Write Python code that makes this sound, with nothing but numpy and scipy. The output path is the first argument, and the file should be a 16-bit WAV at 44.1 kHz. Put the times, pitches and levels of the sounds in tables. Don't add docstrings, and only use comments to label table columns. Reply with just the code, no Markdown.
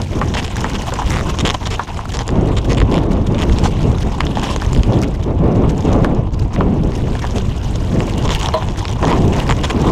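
import sys
import numpy as np
from scipy import signal
from scipy.io import wavfile
from scipy.ndimage import uniform_filter1d, minimum_filter1d

SR = 44100
rng = np.random.default_rng(int(sys.argv[2]) if len(sys.argv) > 2 else 0)


def generate_wav(sig):
    pcm = np.round(np.clip(np.atleast_2d(sig).T, -1, 1) * 32767).astype(np.int16)
    wavfile.write(sys.argv[1], SR, pcm)


N = 437031
CONTROL_STEP = 40

# (time [s], level [dB])
SHAKE = [(0.0, -1.5), (0.02, -19.5), (0.82, -22.5), (1.41, -20), (1.87, -26), (2.43, -18), (4.11, -17),
         (4.44, -24), (4.86, -16.5), (4.97, -18.5), (8.44, -18.5), (8.55, -20), (9.6, -18), (9.91, -20.5)]
# (time [s], rumble level [dB])
HEAVES = [(0.16, -14), (1.05, -11.5), (1.43, -13), (1.95, -33), (2.83, -4.5), (3.52, -7), (4.25, -12),
          (4.669, -7), (4.79, -5), (4.89, -6), (5.45, -17), (5.93, -10), (6.44, -12), (7.66, -18),
          (9.25, -11)]
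# (time [s], depth [dB])
LULLS = [(0.52, 3), (0.96, 6), (1.85, 14), (2.67, -5), (4.17, 6), (4.48, 5), (5.53, 12), (5.8, -1.5),
         (6.73, 6), (7.18, 2), (8.58, 12), (9.69, -1)]
# (time [s], depth [dB])
CRESTS = [(0.08, 5), (1.6, 7), (1.86, 1.5), (2.03, 9), (2.25, 5.5), (6.31, 7), (6.36, 2), (6.49, 2.5),
          (8.75, 5.5), (8.85, 10)]
HEAVE_S, LULL_S, CREST_S = 0.026, 0.024, 0.022
SHAKE_GAIN_DB, GUST_RUMBLE_DB = 4, -12
# (frequency [Hz], density [dB per Hz])
RUMBLE_SPECTRUM = [(15, -5), (28, -4.5), (50, -0.5), (85, -2.5), (120, -5), (180, -20), (300, -31.5),
                   (600, -33)]

# (start [s], length [s], level [dB])
GUSTS = [(0.093, 0.32, -13), (0.552, 0.28, -15), (1.03, 0.44, -16.5), (1.393, 0.055, -7.5),
         (2.274, 0.23, -8), (2.61, 0.23, -10), (2.857, 0.35, -6), (3.232, 0.6, -9.5), (3.79, 0.14, -11.5),
         (4.01, 0.049, -10.5), (4.194, 0.64, -13.5), (4.728, 0.051, -14), (4.831, 0.23, -5.5),
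         (5.223, 0.1, -9.5), (5.385, 0.41, -6), (5.812, 0.393, -6), (6.52, 0.61, -8.5),
         (7.308, 0.064, -9.5), (7.881, 0.38, -10), (9, 0.39, -6.5), (9.412, 0.23, -15), (9.689, 0.47, -6)]
GUST_ATTACK_S, GUST_SAG_DB_PER_S, GUST_RELEASE_DB_PER_S = 0.06, 15, 215
BREEZE_DB = -1.5
# (frequency [Hz], density [dB per Hz])
GUST_SPECTRUM = [(70, -12), (120, 1), (170, 2), (260, -2.5), (400, -8), (600, -15), (1000, -26.5),
                 (1400, -41), (2500, -43), (5000, -104)]

# (time [s], level [dB])
ROLL_LEVEL = [(0.0, -36), (1.02, -30.5), (1.74, -34), (4.53, -31), (5.11, -37), (5.93, -30.5), (6.4, -35),
              (6.65, -35.5), (7.67, -37), (8.47, -26.5), (8.83, -31.5), (9.19, -30.5), (9.63, -31.5),
              (9.91, -23.5)]
# (time [s], level [dB])
GRIT_LEVEL = [(0.0, -40.5), (0.58, -42), (0.7, -38.5), (1.3, -40), (1.9, -44), (2.45, -48), (2.87, -50.5),
              (3.3, -50.5), (3.55, -41), (4.1, -43.5), (4.45, -40.5), (5.0, -45), (5.42, -57.5),
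              (5.78, -45.5), (6.25, -55.5), (6.75, -51), (6.95, -44.5), (7.7, -42.5), (8.3, -40),
              (8.7, -44.5), (8.86, -42.5), (9.15, -42.5), (9.91, -41)]
ROLL_GAIN_DB, GRIT_GAIN_DB = -1, 2.5
# (frequency [Hz], density [dB per Hz])
ROLL_SPECTRUM = [(300, 6), (500, -6), (800, 6.5), (1080, -1), (1350, -18), (2000, -20.5), (3200, -9.5),
                 (4200, -36.5)]
# (frequency [Hz], density [dB per Hz])
GRIT_SPECTRUM = [(1300, 8.5), (1700, 4), (2300, 4.5), (3100, 6), (4300, -3.5), (5200, 1), (6700, -2.5),
                 (8200, -10), (10700, -17.5), (12200, -23.5), (14000, -27), (15500, -38)]
LOAD_S, LOAD_ROLL_DB, LOAD_GRIT_DB = 0.005, 5, 5.5
# (start [s], length [s], level [dB])
BITES = [(0.605, 0.018, -23), (0.648, 0.025, -21.5), (0.868, 0.031, -26), (0.985, 0.051, -23.5),
         (1.544, 0.011, -21.5), (1.885, 0.023, -30.5), (4.427, 0.025, -22), (8.44, 0.041, -26),
         (9.027, 0.034, -23), (9.07, 0.079, -19)]
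# (start [s], length [s], level [dB])
SPRAYS = [(0.605, 0.0032, -28.5), (1.05, 0.076, -35), (2.09, 0.0056, -33), (2.475, 0.016, -39),
          (2.645, 0.011, -33.5), (3.03, 0.013, -35), (3.107, 0.027, -37), (3.265, 0.011, -35),
          (3.525, 0.008, -36), (4.0, 0.034, -35.5), (4.43, 0.034, -32), (4.51, 0.019, -41),
          (5.025, 0.019, -38), (5.14, 0.02, -37), (5.225, 0.017, -37.5), (5.69, 0.02, -35),
          (5.87, 0.021, -45), (5.926, 0.008, -31.5), (6.332, 0.012, -39.5), (6.388, 0.011, -36.5),
          (6.418, 0.031, -42.5), (6.53, 0.028, -38), (6.93, 0.056, -41), (8.3, 0.071, -32.5),
          (8.39, 0.078, -33.5), (8.77, 0.027, -36)]
BURST_ATTACK_S, BURST_RELEASE_S = 0.0018, 0.0014

# (time [s], level [dB], favoured pitch [Hz])
TICKS = [(0.017, -25.5, 4080), (0.369, -18.5, 2340), (0.464, -30, 3300), (0.479, -26.5, 2720),
         (0.558, -26, 5030), (0.583, -27.5, 2750), (0.606, -29, 5530), (0.9383, -22.5, 4570),
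         (1.137, -22, 2500), (1.3873, -19.5, 4040), (1.394, -21, 4000), (1.4812, -19, 3270),
         (1.4907, -17, 3130), (1.4994, -13, 3270), (1.505, -15, 3280), (1.513, -25, 3400),
         (1.669, -35, 3860), (2.1698, -23.5, 4600), (2.1904, -20, 3100), (2.2787, -22.5, 6340),
         (2.29, -19, 2430), (2.356, -34, 3500), (2.731, -24, 3060), (2.747, -26, 3580), (2.802, -21, 2590),
         (2.8159, -11, 2480), (2.942, -21.5, 2840), (2.955, -27, 2900), (2.9794, -21, 2350),
         (3.3462, -26.5, 3160), (3.4308, -20.5, 2650), (3.496, -26, 2700), (3.5855, -19.5, 4220),
         (4.2057, -12, 2830), (4.267, -21.5, 3300), (4.3957, -26, 4200), (4.441, -21, 3400),
         (4.5616, -17, 3900), (4.731, -20.5, 6400), (4.7626, -26, 2980), (4.8331, -23, 2920),
         (5.779, -34.5, 5500), (6.562, -23.5, 2040), (7.3828, -23.5, 4100), (8.004, -19.5, 2660),
         (8.2563, -26, 3300), (8.278, -24, 3300), (8.2918, -17, 2570), (8.305, -16, 3750),
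         (8.334, -29, 3300), (8.396, -34, 3280), (8.412, -22, 3540), (8.43, -23.5, 3300),
         (8.448, -26, 3000), (8.459, -18.5, 3180), (8.47, -25, 3200), (8.486, -21, 4080),
         (8.686, -26, 3850), (8.698, -33, 4450), (8.793, -28, 4500), (8.853, -20, 2540),
         (8.881, -23.5, 2880), (9.052, -21, 3400), (9.081, -21, 2330), (9.1157, -17, 2500),
         (9.1264, -20, 2500)]
# (start [s], length [s], level [dB], slip rate [1/s], favoured pitch [Hz])
CREAKS = [(0.339, 0.015, -21.5, 290, 3140), (0.373, 0.029, -23, 335, 2880), (0.443, 0.013, -28, 240, 3620),
          (0.61, 0.0098, -39, 230, 3500), (0.745, 0.02, -26.5, 370, 2830), (0.866, 0.028, -36, 640, 3100),
          (1.106, 0.11, -26, 116, 2380), (1.289, 0.014, -28.5, 380, 4600), (1.4015, 0.011, -19, 450, 3600),
          (1.4506, 0.017, -16, 265, 3200), (1.473, 0.0043, -13.5, 480, 3260),
          (1.542, 0.007, -19, 680, 3420), (1.657, 0.017, -23.5, 230, 3750),
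          (1.705, 0.046, -25.5, 390, 3000), (2.137, 0.022, -25.5, 265, 4030),
          (2.197, 0.023, -26.5, 220, 2960), (2.566, 0.024, -23.5, 520, 3550), (2.696, 0.03, -23, 250, 3000),
          (2.771, 0.014, -21, 430, 2780), (2.914, 0.075, -30.5, 125, 2730), (3.382, 0.052, -27, 157, 3100),
          (3.638, 0.0407, -26, 310, 4000), (4.426, 0.12, -32, 480, 3630), (7.218, 0.026, -28.5, 480, 1800),
          (7.358, 0.016, -32, 230, 4430), (8.312, 0.018, -29, 150, 3460), (9.069, 0.041, -26.5, 300, 2300),
          (9.132, 0.058, -40, 370, 2780), (9.329, 0.1, -30.5, 180, 2330), (9.492, 0.034, -18.5, 121, 2450),
          (9.634, 0.021, -19, 540, 3000), (9.699, 0.014, -18, 760, 2800)]
# (frequency [Hz], width [Hz], level [dB])
MOUNT_MODES = [(448, 46, -2.5), (1054, 213, 3.5), (1910, 480, -0.5), (2880, 1070, 2), (3300, 550, -0.5),
               (4380, 730, -10), (5320, 215, -11), (6780, 390, -4.5), (9270, 280, -11), (12000, 740, -12)]

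# (time [s], level [dB], favoured pitch [Hz])
KNOCKS = [(0.2143, -12.5, 1280), (0.352, -18, 890), (0.643, -12.5, 1350), (0.922, -19, 550),
          (0.9888, -19.5, 1000), (1.0191, -17, 1040), (1.7936, -12, 1030), (1.9908, -18.5, 1030),
          (2.206, -20, 844), (3.6566, -12.5, 970), (4.204, -15, 1010), (4.3705, -13, 800),
          (4.4277, -20, 1000), (4.6198, -18.5, 1240), (6.046, -13.5, 1620), (6.6078, -11.5, 1100),
          (7.1527, -20, 1300), (7.2416, -16.5, 840), (7.249, -21.5, 1500), (8.4868, -15, 915),
          (8.623, -20, 780), (9.0277, -13.5, 1000), (9.044, -12, 950), (9.4947, -15, 1100),
          (9.638, -19, 1050), (9.699, -24, 1090)]
# (frequency [Hz], width [Hz], level [dB])
BIKE_MODES = [(497, 180, -0.5), (800, 245, 5.5), (1050, 220, 3.5), (1556, 600, 6.5), (1780, 310, 2),
              (3090, 520, -11), (5230, 740, -19)]
KNOCK_CHATTER_DB = -30.5

# (time [s], level [dB])
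SLAPS = [(8.5378, -19), (8.5402, -10), (8.5465, -18), (8.5815, -26)]
# (frequency [Hz], width [Hz], level [dB])
CLANK_MODES = [(466, 28, 2.5), (638, 14, 7.5), (717, 30, -4), (945, 30, -10), (1030, 31, 9.5),
               (2100, 300, -1), (2950, 350, 3), (3430, 250, -2), (4040, 45, -5), (4300, 180, -7)]

GROUND_ECHO_S, GROUND_ECHO_DB = 0.0083, -17
CUTOFF_HZ = 15600


def from_db(db):
    return 10 ** (np.asarray(db) / 20)


def rms_one(x):
    return x / np.sqrt(np.mean(x ** 2) + 1e-20)


def in_time(rows):
    s, level = np.transpose(rows)
    return np.interp(np.arange(N) / SR, s, level)


def control_times():
    return np.arange(0, N, CONTROL_STEP) / SR


def every_sample(control):
    return np.interp(np.arange(N) / SR, control_times(), control)


def at_hz(points, hz):
    freqs, levels = np.array(points)[:, 0], np.array(points)[:, 1]
    return np.interp(np.log(hz), np.log(freqs), levels)


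def add(out, s, sound):
    i = max(0, int(s * SR))
    out[i:i + len(sound)] += sound[:max(0, N - i)]


def together(*levels_db):
    return 10 * np.log10(sum(from_db(db) ** 2 for db in levels_db) + 1e-12)


def drift(rate_hz):
    r = np.exp(-2 * np.pi * rate_hz * CONTROL_STEP / SR)
    noise = rng.standard_normal(N // CONTROL_STEP + 2002)
    slow = signal.lfilter([1], [1, -2 * r, r * r], noise)[2000:]
    return np.interp(np.arange(N) / CONTROL_STEP, np.arange(len(slow)), rms_one(slow))


def swells(events, width_s):
    t = control_times()
    return every_sample(sum(height * np.exp(-((t - s) / width_s) ** 2) for s, height in events))


def bursts(events):
    t, power = control_times(), 1e-10
    for start, length, db in events:
        rise = np.clip((t - start) / BURST_ATTACK_S, 0, 1)
        fall = np.exp(-np.maximum(t - start - length, 0) / BURST_RELEASE_S)
        power = power + (rise * fall * from_db(db)) ** 2
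    return every_sample(10 * np.log10(power))


def bands(spectrum, sources):
    bottom, top = spectrum[0][0], min(spectrum[-1][0] * 1.2, .45 * SR)
    edges = 2 ** np.arange(np.log2(bottom), np.log2(top), 1 / 3)
    for k, (low, high) in enumerate(zip(edges, edges[1:])):
        hz = np.sqrt(low * high)
        sos = signal.butter(2, [low, high], "band", fs=SR, output="sos")
        yield hz, from_db(at_hz(spectrum, hz)) * signal.sosfilt(sos, sources[k % 2])


def even(x, span_s):
    power = np.abs(uniform_filter1d(x * x, max(2, int(span_s * SR))))
    return x / np.sqrt(power + 1e-12)


def grains(per_s, spread_db):
    sizes = from_db(spread_db * np.minimum(rng.exponential(1, N), 4)) * rng.choice([-1, 1], N)
    return rms_one(sizes * (rng.random(N) < per_s / SR)) + 1e-18


def resonate(x, hz, r):
    w = 2 * np.pi * hz / SR
    return signal.lfilter([1, 0, -1], [1, -2 * r * np.cos(w), r * r], x + 1e-18)


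def sing(x, hz, width_hz, gain):
    return x + gain * signal.lfilter(*signal.iirpeak(hz, hz / width_hz, fs=SR), x)


def low_pass(x, hz):
    return signal.sosfilt(signal.butter(2, min(hz, .45 * SR), fs=SR, output="sos"), x)


def strike(force, modes, scatter, vary_db, spot_hz=3000, focus_db=0):
    out = 0
    for k, (hz, width, db) in enumerate(modes):
        mode_hz = hz * np.exp(scatter * rng.normal())
        colour_db = -focus_db * min(abs(np.log2(hz / spot_hz)), 1.5)
        gain = from_db(db + colour_db + vary_db * rng.normal())
        out = out + (-1) ** k * gain * resonate(force, mode_hz, np.exp(-np.pi * width / SR))
    return out


def smear(x, hz, width_hz, count=2):
    r = np.exp(-np.pi * width_hz / SR)
    poles = [1, -2 * r * np.cos(2 * np.pi * hz / SR), r * r]
    return signal.sosfilt([poles[::-1] + poles] * count, x)


def blow(contact_s, chatter_db, chatter_t60):
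    t = np.arange(SR // 5) / SR
    contact = 0.23 * np.exp(-t / contact_s)
    chatter = from_db(chatter_db - 60 * t / chatter_t60)
    force = rng.standard_normal(len(t)) * (contact + chatter)
    force[0] += 1
    return force


def unit_attack(x):
    return x / np.sqrt(np.mean(x[:int(.004 * SR)] ** 2) + 1e-20)


def rumble(level_db):
    low = sum(band for hz, band in bands(RUMBLE_SPECTRUM, rng.standard_normal((2, N))))
    return from_db(level_db) * even(low, span_s=0.072)


def gust_level():
    t, power = control_times(), 1e-9
    for start, length, db in GUSTS:
        age = np.maximum(t - start, 0)
        sag_db = GUST_SAG_DB_PER_S * age
        release_db = GUST_RELEASE_DB_PER_S * np.maximum(age - length, 0)
        rise = np.minimum(age / GUST_ATTACK_S, 1)
        power = power + (rise * from_db(db - sag_db - release_db)) ** 2
    return every_sample(10 * np.log10(power))


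def wind(gust_db, calm_db=-21.5, pivot_hz=240, brighten=0.15, lumpy_db=2.5, patchy_db=1.05):
    lumps, out = drift(60), 0
    for hz, band in bands(GUST_SPECTRUM, rng.standard_normal((2, N))):
        octaves = np.clip(np.log2(hz / pivot_hz), -1, 2)
        tilt_db = brighten * (gust_db - calm_db) * octaves
        lump_db = lumpy_db * lumps * (-0.5 + octaves / 2)
        out = out + band * from_db(tilt_db + lump_db + patchy_db * drift(18.0))
    return from_db(gust_db) * even(out, span_s=0.059)


def tyre_load():
    t, load = control_times(), 0
    presses = [(s, 0) for s, *_ in KNOCKS] + [row[:2] for row in CREAKS]
    for start, length in presses:
        ease = np.exp(-np.maximum(t - start - length, 0) / LOAD_S)
        load = np.maximum(load, (t >= start) * ease)
    return every_sample(load)


def tyre_roll(roll_db, bumps, bump_db=2.0, patchy_db=3.5):
    knobs = [grains(per_s=1500, spread_db=2.5) for k in range(2)]
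    roll = sum(band * from_db(patchy_db * drift(8.7)) for hz, band in bands(ROLL_SPECTRUM, knobs))
    roll = even(sing(roll, hz=1029, width_hz=75, gain=1.0), span_s=0.023)
    return roll * from_db(bump_db * bumps) * from_db(roll_db)


def tyre_grit(grit_db, bumps, patchy_db=4.0, brighten=0.058, mean_grit_db=-38):
    crumbs = np.array([grains(per_s=3500, spread_db=2.8) for k in range(2)])
    crunch = crumbs + .5 * rng.standard_normal((2, N))
    tilt_db = brighten * (grit_db - mean_grit_db)
    grit = 0
    for hz, band in bands(GRIT_SPECTRUM, crunch):
        octaves = max(np.log2(hz / 4000), 0)
        grit = grit + band * from_db(patchy_db * drift(42) + tilt_db * octaves)
    grit = sing(grit, hz=2878, width_hz=22, gain=1.2)
    grit = sing(grit, hz=6800, width_hz=560, gain=0.33)
    grit = sing(grit, hz=12200, width_hz=630, gain=.7)
    return rms_one(grit) * from_db(bumps) * from_db(grit_db)


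def stones(grit_db, per_s=600, spread_db=3.5, cycles=17, level_db=-1.5, clump_db=5.5, count=24):
    clicks = grains(per_s, spread_db) * from_db(clump_db * drift(45))
    dealt, out = rng.integers(0, count, N), 0
    for k, hz in enumerate(np.geomspace(1300, 8000, count)):
        r = from_db(-60 * hz / (cycles * SR))
        out = out + from_db(at_hz(GRIT_SPECTRUM, hz)) * hz * resonate(clicks * (dealt == k), hz, r)
    return rms_one(out) * from_db(grit_db + level_db)


def slip(force, hz, focus_db, vary_db=1.5, width_hz=1700):
    ring = strike(force, MOUNT_MODES, scatter=0.051, vary_db=vary_db, spot_hz=hz, focus_db=focus_db)
    return smear(ring, hz, width_hz)


def faint_creaks(grit_db, per_s=14, level_db=12.0, spread_db=1.5, focus_db=12, soft_hz=6500, fade_db=11.0):
    out = np.zeros(N)
    for i in np.flatnonzero(rng.random(N) < per_s / SR):
        force = np.zeros(SR // 10)
        touches = np.cumsum(rng.uniform(.002, .012, rng.integers(1, 6)))
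        places = ((touches - touches[0]) * SR).astype(int)
        force[places] = from_db(-fade_db * np.arange(len(touches)))
        run = slip(force, hz=3400 * 2 ** rng.uniform(-0.88, 1.0), focus_db=focus_db)
        db = grit_db[i] + level_db + spread_db * np.clip(rng.normal(), -2, 2)
        add(out, i / SR, unit_attack(low_pass(run, soft_hz)) * from_db(db))
    return out


def mount_ticks(trim_db=0.5, reach=2.17, focus_db=10):
    out = np.zeros(N)
    for s, db, hz in TICKS:
        force = blow(contact_s=.00015, chatter_db=-33, chatter_t60=.028)
        tick = low_pass(slip(force, hz, focus_db), min(reach * hz, 7500))
        add(out, s, from_db(db + trim_db) * unit_attack(tick))
    return out


def mount_creaks(focus_db=10):
    out = np.zeros(N)
    for start, span, db, per_s, hz in CREAKS:
        slips = np.cumsum(np.exp(.12 * rng.normal(size=80))) / per_s
        slips = slips[slips - slips[0] < span] - slips[0]
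        creak = np.zeros(int(span * SR) + SR // 50)
        for part in (slips[0::2], slips[1::2]):
            force = np.zeros(len(creak))
            force[(part * SR).astype(int)] = from_db(1.8 * rng.normal(size=len(part)))
            decay = np.exp(-1 / (.0007 * SR))
            scrape = signal.lfilter([1], [1, -decay], force) * rng.standard_normal(len(force))
            creak += slip(force + 0.09 * scrape, hz, focus_db)
        creak = low_pass(creak, hz=8300)
        power = np.sum(creak ** 2) / (span * SR)
        add(out, start, from_db(db) * creak / np.sqrt(power))
    return out


def knocks(reach=5.6, focus_db=9):
    out = np.zeros(N)
    for s, db, hz in KNOCKS:
        force = blow(contact_s=.00006, chatter_db=KNOCK_CHATTER_DB, chatter_t60=.08)
        hit = strike(force, BIKE_MODES, scatter=0.025, vary_db=2.0, spot_hz=hz, focus_db=focus_db)
        hit = smear(low_pass(hit, reach * hz), hz, width_hz=960, count=1)
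        add(out, s, from_db(db) * unit_attack(hit))
    return out


def clank():
    out = np.zeros(N)
    for s, db in SLAPS:
        force = blow(contact_s=.00008, chatter_db=-34, chatter_t60=.12)
        ring = strike(force, CLANK_MODES, scatter=.008, vary_db=1.5)
        add(out, s, from_db(db) * unit_attack(smear(ring, hz=2500, width_hz=1300)))
    return out


def with_ground(x):
    out = x.copy()
    add(out, GROUND_ECHO_S, from_db(GROUND_ECHO_DB) * low_pass(x, hz=6000))
    return out


def scene():
    shake_db, roll_db, grit_db = in_time(SHAKE), in_time(ROLL_LEVEL), in_time(GRIT_LEVEL)
    light_db, load = swells(CRESTS, CREST_S), tyre_load()

    gust_db = together(gust_level(), shake_db + BREEZE_DB) - light_db
    heaves = swells([(s, from_db(db)) for s, db in HEAVES], HEAVE_S)
    heave_db = 20 * np.log10(heaves + 1e-9)
    shaken_db = shake_db + SHAKE_GAIN_DB - light_db
    rumble_db = together(shaken_db, gust_db + GUST_RUMBLE_DB, heave_db) - swells(LULLS, LULL_S)
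    jolts = from_db(1.5 * drift(7))
    air = jolts * (from_db(-3.0) * rumble(rumble_db) + from_db(-5.5) * wind(gust_db))

    pressed_roll_db = roll_db + ROLL_GAIN_DB + LOAD_ROLL_DB * load - light_db / 2
    pressed_grit_db = grit_db + GRIT_GAIN_DB + LOAD_GRIT_DB * load - light_db / 2
    rolling_db = together(pressed_roll_db, bursts(BITES))
    crushing_db = together(pressed_grit_db, bursts(SPRAYS))
    bumps = 1.6 * drift(30)
    ground = tyre_roll(rolling_db, bumps) + tyre_grit(crushing_db, bumps) + stones(crushing_db)

    mount = faint_creaks(grit_db) + mount_ticks() + mount_creaks()
    bike = knocks() + clank()
    return (air + ground + with_ground(mount + bike))[None]


def record(dry):
    allowed = np.minimum(1, .9 / (np.abs(dry) + 1e-9))
    gain = uniform_filter1d(minimum_filter1d(allowed, size=101), size=101)
    top_cut = signal.ellip(10, .2, 80, CUTOFF_HZ, fs=SR, output="sos")
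    return signal.sosfilt(top_cut, dry * gain)


dry = scene()
out = record(dry)
generate_wav(out)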